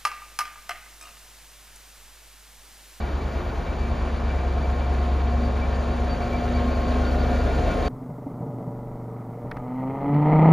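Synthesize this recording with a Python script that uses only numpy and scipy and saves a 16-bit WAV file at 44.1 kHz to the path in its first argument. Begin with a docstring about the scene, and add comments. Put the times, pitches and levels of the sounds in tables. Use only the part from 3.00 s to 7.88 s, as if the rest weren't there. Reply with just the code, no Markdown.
"""A two-stroke V12 diesel locomotive idles toward a platform, a few tracks away.
First: exhaust throb on crankshaft orders, noise-band air roar, chirps from a part that rubs as it turns.
From about 1 s a traction gear tone swells in, climbing slowly; fluttering engine-gear harmonics follow.
From about 3 s the 4th gear harmonic sings in short notes, then a blower whistle stands out.
Most layers grow to the end as the engine room draws near; faint top-band noise is uneven in level."""
import sys
import numpy as np
from scipy import signal
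from scipy.fft import rfft, irfft
from scipy.io import wavfile

SR = 44100
rng = np.random.default_rng(int(sys.argv[2]) if len(sys.argv) > 2 else 0)


def output_pcm(signal):
    """Save a mono or channel-first signal as 16-bit PCM at the path in sys.argv[1].

    Samples are clipped to [-1, 1] before scaling.
    """
    pcm = np.clip(np.atleast_2d(signal).T, -1, 1) * 32767
    wavfile.write(sys.argv[1], SR, np.round(pcm).astype(np.int16))


N = 215405
TIME = np.arange(N) / SR
FREQS = np.fft.rfftfreq(N, 1 / SR)

SPEED_M_S, TRACK_M, ABREAST_S = 5.5, 7.9, 5.4  # approach, distance to the track, engine room level
GRILLE_POWER = 1.93  # side grilles face sideways: their sound grows as nearness to this power
CRANK_HZ, CRANK_SAG_HZ_PER_S, CRANK_AT_S = 4.523, .0026, 2.8  # crank rate at CRANK_AT_S, and its fall
THUMP_S = .0375  # a thump falls about here
CHIRP_RATE_HZ, CHIRP_CREST_S = 6.18, 2.1
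WHISTLE_HZ, WHINE_HZ = 4254, 357.7
CASING_HZ, CASING_WIDTH_HZ = 706, 26
MESH_HZ, MESH_RISE_HZ_PER_S = 226.8, 4.45
TOP_HZ = 15600

# Rubbing tones. Each row: frequency in Hz, far and near level in dB before the rub trim.
RUB_TONES = [(2330, -64, -65), (3712, -67, -60), (4616, -67.5, -64)]
# Loudest chirps. Each row: time in seconds, frequency in Hz, level in dB before the bite trim, length in seconds.
BITES = [(0.213, 2336, -44, 0.023), (0.56, 2325, -54, .025), (0.693, 2329, -43, 0.025),
         (0.844, 2335, -40, 0.019), (1.178, 2290, -47, 0.016), (1.31, 2320, -41, 0.014),
         (1.41, 2337, -43, 0.03), (1.457, 2360, -47, 0.018), (1.644, 2325, -40, 0.017),
         (1.823, 2330, -40, 0.026), (2.01, 2338, -51, 0.018), (2.632, 2320, -37, 0.026),
         (2.973, 2310, -55, 0.011), (3.22, 2290, -39, 0.017), (3.344, 2316, -38, 0.033),
         (3.416, 2334, -45, 0.019), (3.57, 2330, -37.5, 0.014), (4.28, 2326, -47, .035),
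         (4.36, 2331, -47, .018), (4.517, 2326, -40, .02), (4.707, 2322, -38, 0.033),
         (4.872, 2317, -44, .015), (0.3, 4613, -55, .012), (0.494, 4616, -54, .015),
         (0.804, 4602, -53, .02), (1.004, 4616, -55, 0.02), (1.295, 4618, -55, .02),
         (1.63, 4621, -53, 0.044), (2.45, 4614, -50, .03), (2.593, 4607, -54, .03),
         (2.75, 4617, -49, 0.026), (2.8, 4700, -47, 0.01), (2.93, 4653, -55, .025),
         (3.12, 4613, -41.5, 0.031), (3.243, 4603, -51, .016), (3.37, 4614, -48, 0.023),
         (3.44, 4612, -47, 0.013), (3.56, 4612, -44, 0.024), (3.741, 4647, -48, 0.022),
         (3.809, 4597, -54, .015), (3.882, 4615, -49, .027), (4.08, 4580, -42.5, 0.024),
         (4.212, 4623, -44, 0.02), (4.396, 4680, -50, .028), (4.563, 4540, -55, .014),
         (4.705, 4618, -49, 0.022), (4.875, 4620, -42, 0.022)]
# Blower whistle. Each row: time in seconds, level in dB.
WHISTLE_LEVEL_DB = [(0, -69), (1.6, -68), (2.0, -64.5), (2.4, -64.5), (2.7, -66), (3.2, -65), (3.6, -60.5),
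                    (4.1, -57), (4.38, -60.5), (4.6, -57), (4.88, -59.5)]
# Steady machinery tones. Each row: frequency in Hz, far and near level in dB,
# flutter as a ratio to the steady part, flutter rate in Hz.
MACHINE_TONES = [(357.7, -47, -46, .4, 10), (407, -57, -45, .6, 10), (433, -54, -44, .9, 15),
                 (543, -54, -44, .6, 10), (1589, -63, -54, .9, 15), (1788, -60, -52.5, .7, 8),
                 (2333, -55, -53.5, .7, 50), (2685, -75, -61, 1.5, 40), (3185, -69, -59.5, 1, 30),
                 (4612, -65.5, -60.5, 1.3, 60)]
# Engine gear harmonics 2, 3 and 4, in lobes that sweep past. Each row: time in seconds, level in dB.
WHINE_2_DB = [(0, -56), (.9, -51), (1.4, -45), (2.3, -41.5), (2.7, -45), (3.0, -41), (3.4, -41),
              (4.3, -40.5), (4.65, -38.5), (4.88, -41)]
WHINE_3_DB = [(0, -56), (.7, -51), (1.1, -52), (1.8, -47), (2.3, -46), (2.8, -46.5), (3.48, -49.5),
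              (3.56, -41), (3.9, -41), (4.08, -44), (4.16, -53), (4.55, -51), (4.66, -42.5), (4.88, -42)]
WHINE_4_DB = [(0, -56), (2.7, -55), (3.5, -55.5), (3.95, -54), (4.23, -52.5), (4.7, -52), (4.88, -53)]
# Backlash roughness. Each row: harmonic number, flutter as a ratio to the steady part, flutter rate in Hz.
GEAR_BACKLASH = [(2, .5, 14), (3, .22, 14), (4, .3, 24)]
# Short notes of the 4th harmonic. Each row: time in seconds, level in dB, length in seconds.
SUNG_NOTES = [(1.293, -53, .03), (2.93, -50, .04), (3.235, -48.5, .03), (3.873, -53, .02),
              (4.052, -42.5, .037), (4.23, -45.5, .04), (4.37, -45, .052), (4.53, -46, .05),
              (4.716, -42.5, .032)]
# Casing drone. Each row: time in seconds, level in dB.
CASING_LEVEL_DB = [(0, -55), (1.0, -51), (1.4, -44.5), (2.6, -43.5), (3.1, -40.5), (4.88, -40.5)]
# Traction gear hum. Each row: time in seconds, level in dB.
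MESH_LEVEL_DB = [(0, -44.5), (.65, -45.5), (.95, -37), (1.25, -41.5), (1.5, -46), (1.8, -39.5),
                 (2.08, -37.5), (2.2, -41), (2.41, -29.5), (2.54, -37), (2.65, -35.5), (2.76, -39.5),
                 (2.88, -34), (3.12, -36.5), (3.45, -30.5), (3.66, -28.5), (3.8, -35), (3.95, -27.5),
                 (4.15, -34), (4.32, -28), (4.55, -39.5), (4.8, -34)]
# Noise colours: roof roar, side-grille roar, clatter, hiss, top band.
# Each row: frequency in Hz, relative density in dB per Hz.
ROOF_COLOUR = [(22, -31), (35, -6), (70, 7), (110, 2), (150, -2.5), (200, 1.5), (245, 2), (300, -1.5),
               (380, -2), (470, -1), (600, -3), (690, -2), (900, -6), (1100, -9), (1600, -24.5),
               (3000, -65)]
SIDE_COLOUR = [(22, -24), (35, -5), (75, 6), (115, 2.5), (160, 0), (200, 2), (245, 2.5), (310, 0),
               (370, -3.5), (430, 0.5), (520, 1), (660, 2.1), (790, -6.5), (1100, -15.5), (1600, -30.5),
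               (3000, -59)]
CLATTER_COLOUR = [(500, -41), (900, 1.5), (1200, 4.5), (1550, 3), (1900, 0), (2400, -3), (3000, -5.5),
                  (4000, -10), (5000, -20.5), (7000, -44)]
HISS_COLOUR = [(2500, -27.5), (4200, 6.5), (5200, 2.5), (7000, 2.5), (8300, -2.5), (9400, -2), (10300, 0),
               (12000, -14.5), (14000, -36)]
TOP_BAND_COLOUR = [(9000, -19), (11500, 6.5), (14300, -4.5), (15600, -14)]
# Top-band noise. Each row: time in seconds, level in dB.
TOP_BAND_LEVEL_DB = [(0, -70), (.3, -70), (.44, -68), (.75, -74), (1.2, -79), (2.0, -73.5), (3.05, -77),
                     (3.35, -69), (3.52, -72), (3.7, -67), (3.98, -73), (4.15, -67), (4.6, -70),
                     (4.88, -67)]
# Diffuse share of the air noise. Each row: frequency in Hz, side minus mid in dB.
AIR_WIDTH = [(60, -20.5), (110, -17), (200, -14), (400, -13), (700, -8.5), (1300, -6.5), (2300, -27),
             (3300, -41), (5300, -51), (9000, -56), (14000, 0)]
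# Weaker exhaust orders. Each row: multiple of the crank rate, far and near level in dB.
RUMBLE_ORDERS = [(6, -52, -47), (7, -57, -52), (10, -43, -44), (12, -52, -51), (13, -54, -51),
                 (14, -46, -50), (16, -55, -42), (18, -48, -40), (19, -47, -40.5), (22, -56, -55),
                 (23, -54, -53), (24, -56, -53), (26, -52, -49), (30, -49, -47), (32, -53, -52),
                 (33, -56, -52), (36, -51, -52), (38, -53, -53), (39, -54, -46)]
# Orders beating with the 9th and 15th twice a turn. Each row: multiple of the crank rate, far and near level in dB.
THROB_ORDERS = [(11, -36.8, -38.5), (13, -40, -80), (17, -39, -37.5)]
# Deep 9th exhaust order. Each row: time in seconds, level in dB.
ORDER_9_DB = [(0, -38), (0.35, -37), (0.8, -31.5), (2.0, -35), (3.4, -33.5), (4.4, -27), (4.88, -29)]
# Strongest exhaust order, the 15th; dips where an echo cancels it. Each row: time in seconds, level in dB.
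ORDER_15_DB = [(0, -29), (.25, -28), (.5, -33.5), (.92, -26.5), (1.45, -25), (1.62, -23.3), (2.0, -23),
               (2.3, -21.8), (2.7, -24), (3.08, -25.5), (3.21, -34.5), (3.4, -28), (3.64, -24), (3.8, -26),
               (4.0, -23.3), (4.3, -24.3), (4.66, -26), (4.76, -31), (4.88, -25)]
# Two microphone ports. Each row: frequency in Hz, left lead in radians, left minus right in dB.
MIC_PORTS = [(300, 0, .5), (700, .15, 1.7), (1200, -.4, 1.1), (2000, 0, 0), (3000, .4, 0), (4650, .28, 0),
             (5300, 0, 0), (6200, 0, 0), (6700, .45, 0), (7250, 1.25, 0), (7550, 2, 0), (7750, 3.05, 0),
             (9000, 3.12, 0), (9300, 2.75, 0), (9800, 2.5, 0), (10400, 2.2, 0), (12200, 1.7, 0),
             (14600, .3, 0)]


def undb(db):
    """Decibels to gain."""
    return 10 ** (np.asarray(db) / 20)


def unit(x):
    """Scale to rms 1."""
    return x / np.sqrt(np.mean(np.abs(x) ** 2))


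def curves(table):
    """Columns of a time table, one value a sample."""
    s, *columns = np.transpose(table)
    return [np.interp(TIME, s, c) for c in columns]


def spectra(table):
    """Columns of a frequency table, one value a bin, on a log frequency axis."""
    hz, *columns = np.transpose(table)
    return [np.interp(np.log(FREQS + 1), np.log(hz), c) for c in columns]


def noise(gain):
    """Noise of rms 1 with the given gain per bin."""
    return unit(irfft(rfft(rng.standard_normal(N)) * gain, N))


def walk(rate_hz):
    """Smooth random signal of rms 1, changing about rate_hz times a second."""
    return noise(1 / (1 + (FREQS / rate_hz) ** 2))


def stereo(mid, side):
    """Left and right from mid and side."""
    return np.array([mid + side, mid - side])


def bump(s, db, length_s):
    """Short smooth rise and fall of gain."""
    return undb(db) * np.exp(-((TIME - s) / length_s) ** 2)


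def nearness():
    """0 at the start to 1 at the closest; follows the log of distance, as level does."""
    closeness = -np.log(np.hypot(TRACK_M, SPEED_M_S * (TIME - ABREAST_S)))
    return (closeness - closeness.min()) / np.ptp(closeness)


def approach(near, far_db, near_db):
    """Gain that goes from far level to near level."""
    return undb(far_db + near * (near_db - far_db))


def tone(hz, flutter, flutter_hz, side_db):
    """Tone of rms near 1: steady direct part plus fluttering reflections from house fronts."""
    carrier = np.exp(2j * np.pi * np.cumsum(hz * np.ones(N)) / SR)
    mid, side = (unit(walk(flutter_hz) + 1j * walk(flutter_hz)) for _ in range(2))
    envelope = stereo(unit(1 + flutter * mid), undb(side_db) * side)
    return np.sqrt(2) * np.real(carrier * envelope)


def air(colour):
    """Stereo noise of the given colour, mid of rms 1, partly diffuse."""
    gain, width = undb(spectra(colour)[0]), undb(spectra(AIR_WIDTH)[0])
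    share = np.sqrt(np.sum((gain * width) ** 2) / np.sum(gain ** 2))
    return stereo(noise(gain), share * noise(gain * width))


def top_band_noise():
    """Faint top-band noise, level uneven."""
    return air(TOP_BAND_COLOUR) * undb(curves(TOP_BAND_LEVEL_DB)[0])


def chirping(near, rub_db=2.5, bite_db=-4.8):
    """A part rubs once a turn and rings high; now and then it bites harder."""
    turn = np.cos(2 * np.pi * CHIRP_RATE_HZ * (TIME - CHIRP_CREST_S))
    rub = unit(1 + (.25 + .45 * near) * turn)
    ring = sum(approach(near, far_db, near_db) * tone(hz, flutter=6.1, flutter_hz=40, side_db=-36)
               for hz, far_db, near_db in RUB_TONES)
    waver_turns = np.cumsum(18 * walk(60)) / SR  # pitch wavers by 18 Hz rms
    bites = np.sqrt(2) * sum(bump(s, db, length_s) * np.sin(2 * np.pi * (hz * TIME + waver_turns))
                             for s, hz, db, length_s in BITES)
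    return undb(rub_db) * rub * ring + undb(bite_db) * bites


def whistle():
    """Rough blower whistle that comes out as the side grilles draw near."""
    return undb(curves(WHISTLE_LEVEL_DB)[0]) * tone(WHISTLE_HZ, flutter=.8, flutter_hz=45, side_db=-24)


def machine_tones(near):
    """Steady machinery tones, among them the 1st and 5th engine gear harmonics."""
    return sum(approach(near, far_db, near_db) * tone(hz, flutter, flutter_hz, side_db=-34.5)
               for hz, far_db, near_db, flutter, flutter_hz in MACHINE_TONES)


def engine_gears():
    """Tooth harmonics 2 to 4 of the engine's gear train, rough with backlash."""
    second, third, fourth = (undb(curves(level)[0]) for level in (WHINE_2_DB, WHINE_3_DB, WHINE_4_DB))
    fourth = fourth + sum(bump(*note) for note in SUNG_NOTES)
    return sum(gain * tone(k * WHINE_HZ, flutter, flutter_hz, side_db=-18)
               for gain, (k, flutter, flutter_hz) in zip((second, third, fourth), GEAR_BACKLASH))


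def casing(turns, side_db=-13):
    """The same rattle recurs every crank turn and keeps a casing resonance droning."""
    size = int(SR / CRANK_HZ)
    resonance = 1 / (1 + (2 * (FREQS - CASING_HZ) / CASING_WIDTH_HZ) ** 2)
    one_turn = rng.standard_normal((2, size))
    rattles = one_turn[:, (turns * size).astype(int) % size]
    mid, side = (unit(irfft(rfft(rattle) * resonance, N)) for rattle in rattles)
    return undb(curves(CASING_LEVEL_DB)[0]) * stereo(mid, undb(side_db) * side)


def traction_gear(half_db=-44.5):
    """Axle gear hums upward in swells as the train gathers speed, with a weak tone an octave below."""
    hz = MESH_HZ + MESH_RISE_HZ_PER_S * TIME
    db = curves(MESH_LEVEL_DB)[0]
    mesh = undb(db) * tone(hz, flutter=.06, flutter_hz=15, side_db=-22.5)
    octave_db = half_db + .5 * (db - db.mean())  # swells half as deep in dB
    return mesh + undb(octave_db) * tone(hz / 2, flutter=.2, flutter_hz=8, side_db=-15.5)


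def fan_and_gas(turns, near, grille):
    """Fan and exhaust gas noise, puffing with twelve firings a turn and the twice-a-turn thump."""
    firing = np.cos(2 * np.pi * 12 * turns)
    thump = np.cos(4 * np.pi * turns)
    # side grilles come into view and fill out the middle of the roar
    roof = air(ROOF_COLOUR) * np.sqrt(1 - .9 * grille) * approach(near, far_db=-34, near_db=-30.5)
    sides = air(SIDE_COLOUR) * approach(near, far_db=-42.5, near_db=-26)
    roar = (roof + sides) * undb(.43 * walk(23)) * (1 + .016 * firing + .019 * thump)
    clatter = air(CLATTER_COLOUR) * approach(grille, far_db=-42.5, near_db=-38)
    clatter = clatter * undb(1.03 * walk(30)) * (1 + .037 * firing)
    hiss = air(HISS_COLOUR) * approach(grille, far_db=-56.5, near_db=-50.5)
    hiss = hiss * undb(.77 * walk(23)) * (1 + .03 * thump)
    return roar + clatter + hiss


def exhaust(turns, near):
    """Unevenly spaced firings favour odd crank orders, which line up into two thumps a turn."""
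    def order(k, phase_cycles):
        return np.sqrt(2) * np.cos(2 * np.pi * (round(k) * turns + phase_cycles))

    lead_cycles = 3 / 8  # shared, so the strong orders line up
    strong = undb(curves(ORDER_9_DB)[0]) * order(9, lead_cycles)
    strong = strong + undb(curves(ORDER_15_DB)[0]) * order(15, lead_cycles)
    throb = sum(approach(near, far_db, near_db) * order(k, lead_cycles)
                for k, far_db, near_db in THROB_ORDERS)
    # as the engine moves, echoes shift the phase of the weaker orders
    rumble = sum(approach(near, far_db, near_db) * order(k, rng.random() + .1 * walk(.88))
                 for k, far_db, near_db in RUMBLE_ORDERS)
    return strong + throb + rumble


def scene():
    """Most sources ride on the locomotive; hiss, clatter and chirps swell late, as the grilles face sideways."""
    # Doppler lift of the crank rate wanes as the locomotive draws level
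    turns = CRANK_HZ * (TIME - THUMP_S) - .5 * CRANK_SAG_HZ_PER_S * (TIME - CRANK_AT_S) ** 2
    near = nearness()
    grille = near ** GRILLE_POWER
    high = top_band_noise() + chirping(grille) + whistle()
    gears = machine_tones(near) + engine_gears() + casing(turns) + traction_gear()
    return high + gears + fan_and_gas(turns, near, grille) + exhaust(turns, near)


def record(dry):
    """Two microphone ports differ in phase and level; a steep low-pass cuts the top."""
    lead_rad, balance_db = spectra(MIC_PORTS)
    port = undb(balance_db / 2) * np.exp(.5j * lead_rad)
    fade = np.minimum(1, np.minimum(TIME, TIME[::-1]) / .003)  # 3 ms at both ends
    heard = irfft(rfft(dry * fade) * np.array([port, 1 / port]), N)
    return signal.sosfilt(signal.ellip(8, .2, 70, TOP_HZ, fs=SR, output="sos"), heard)


dry = scene()
out = record(dry)
output_pcm(out)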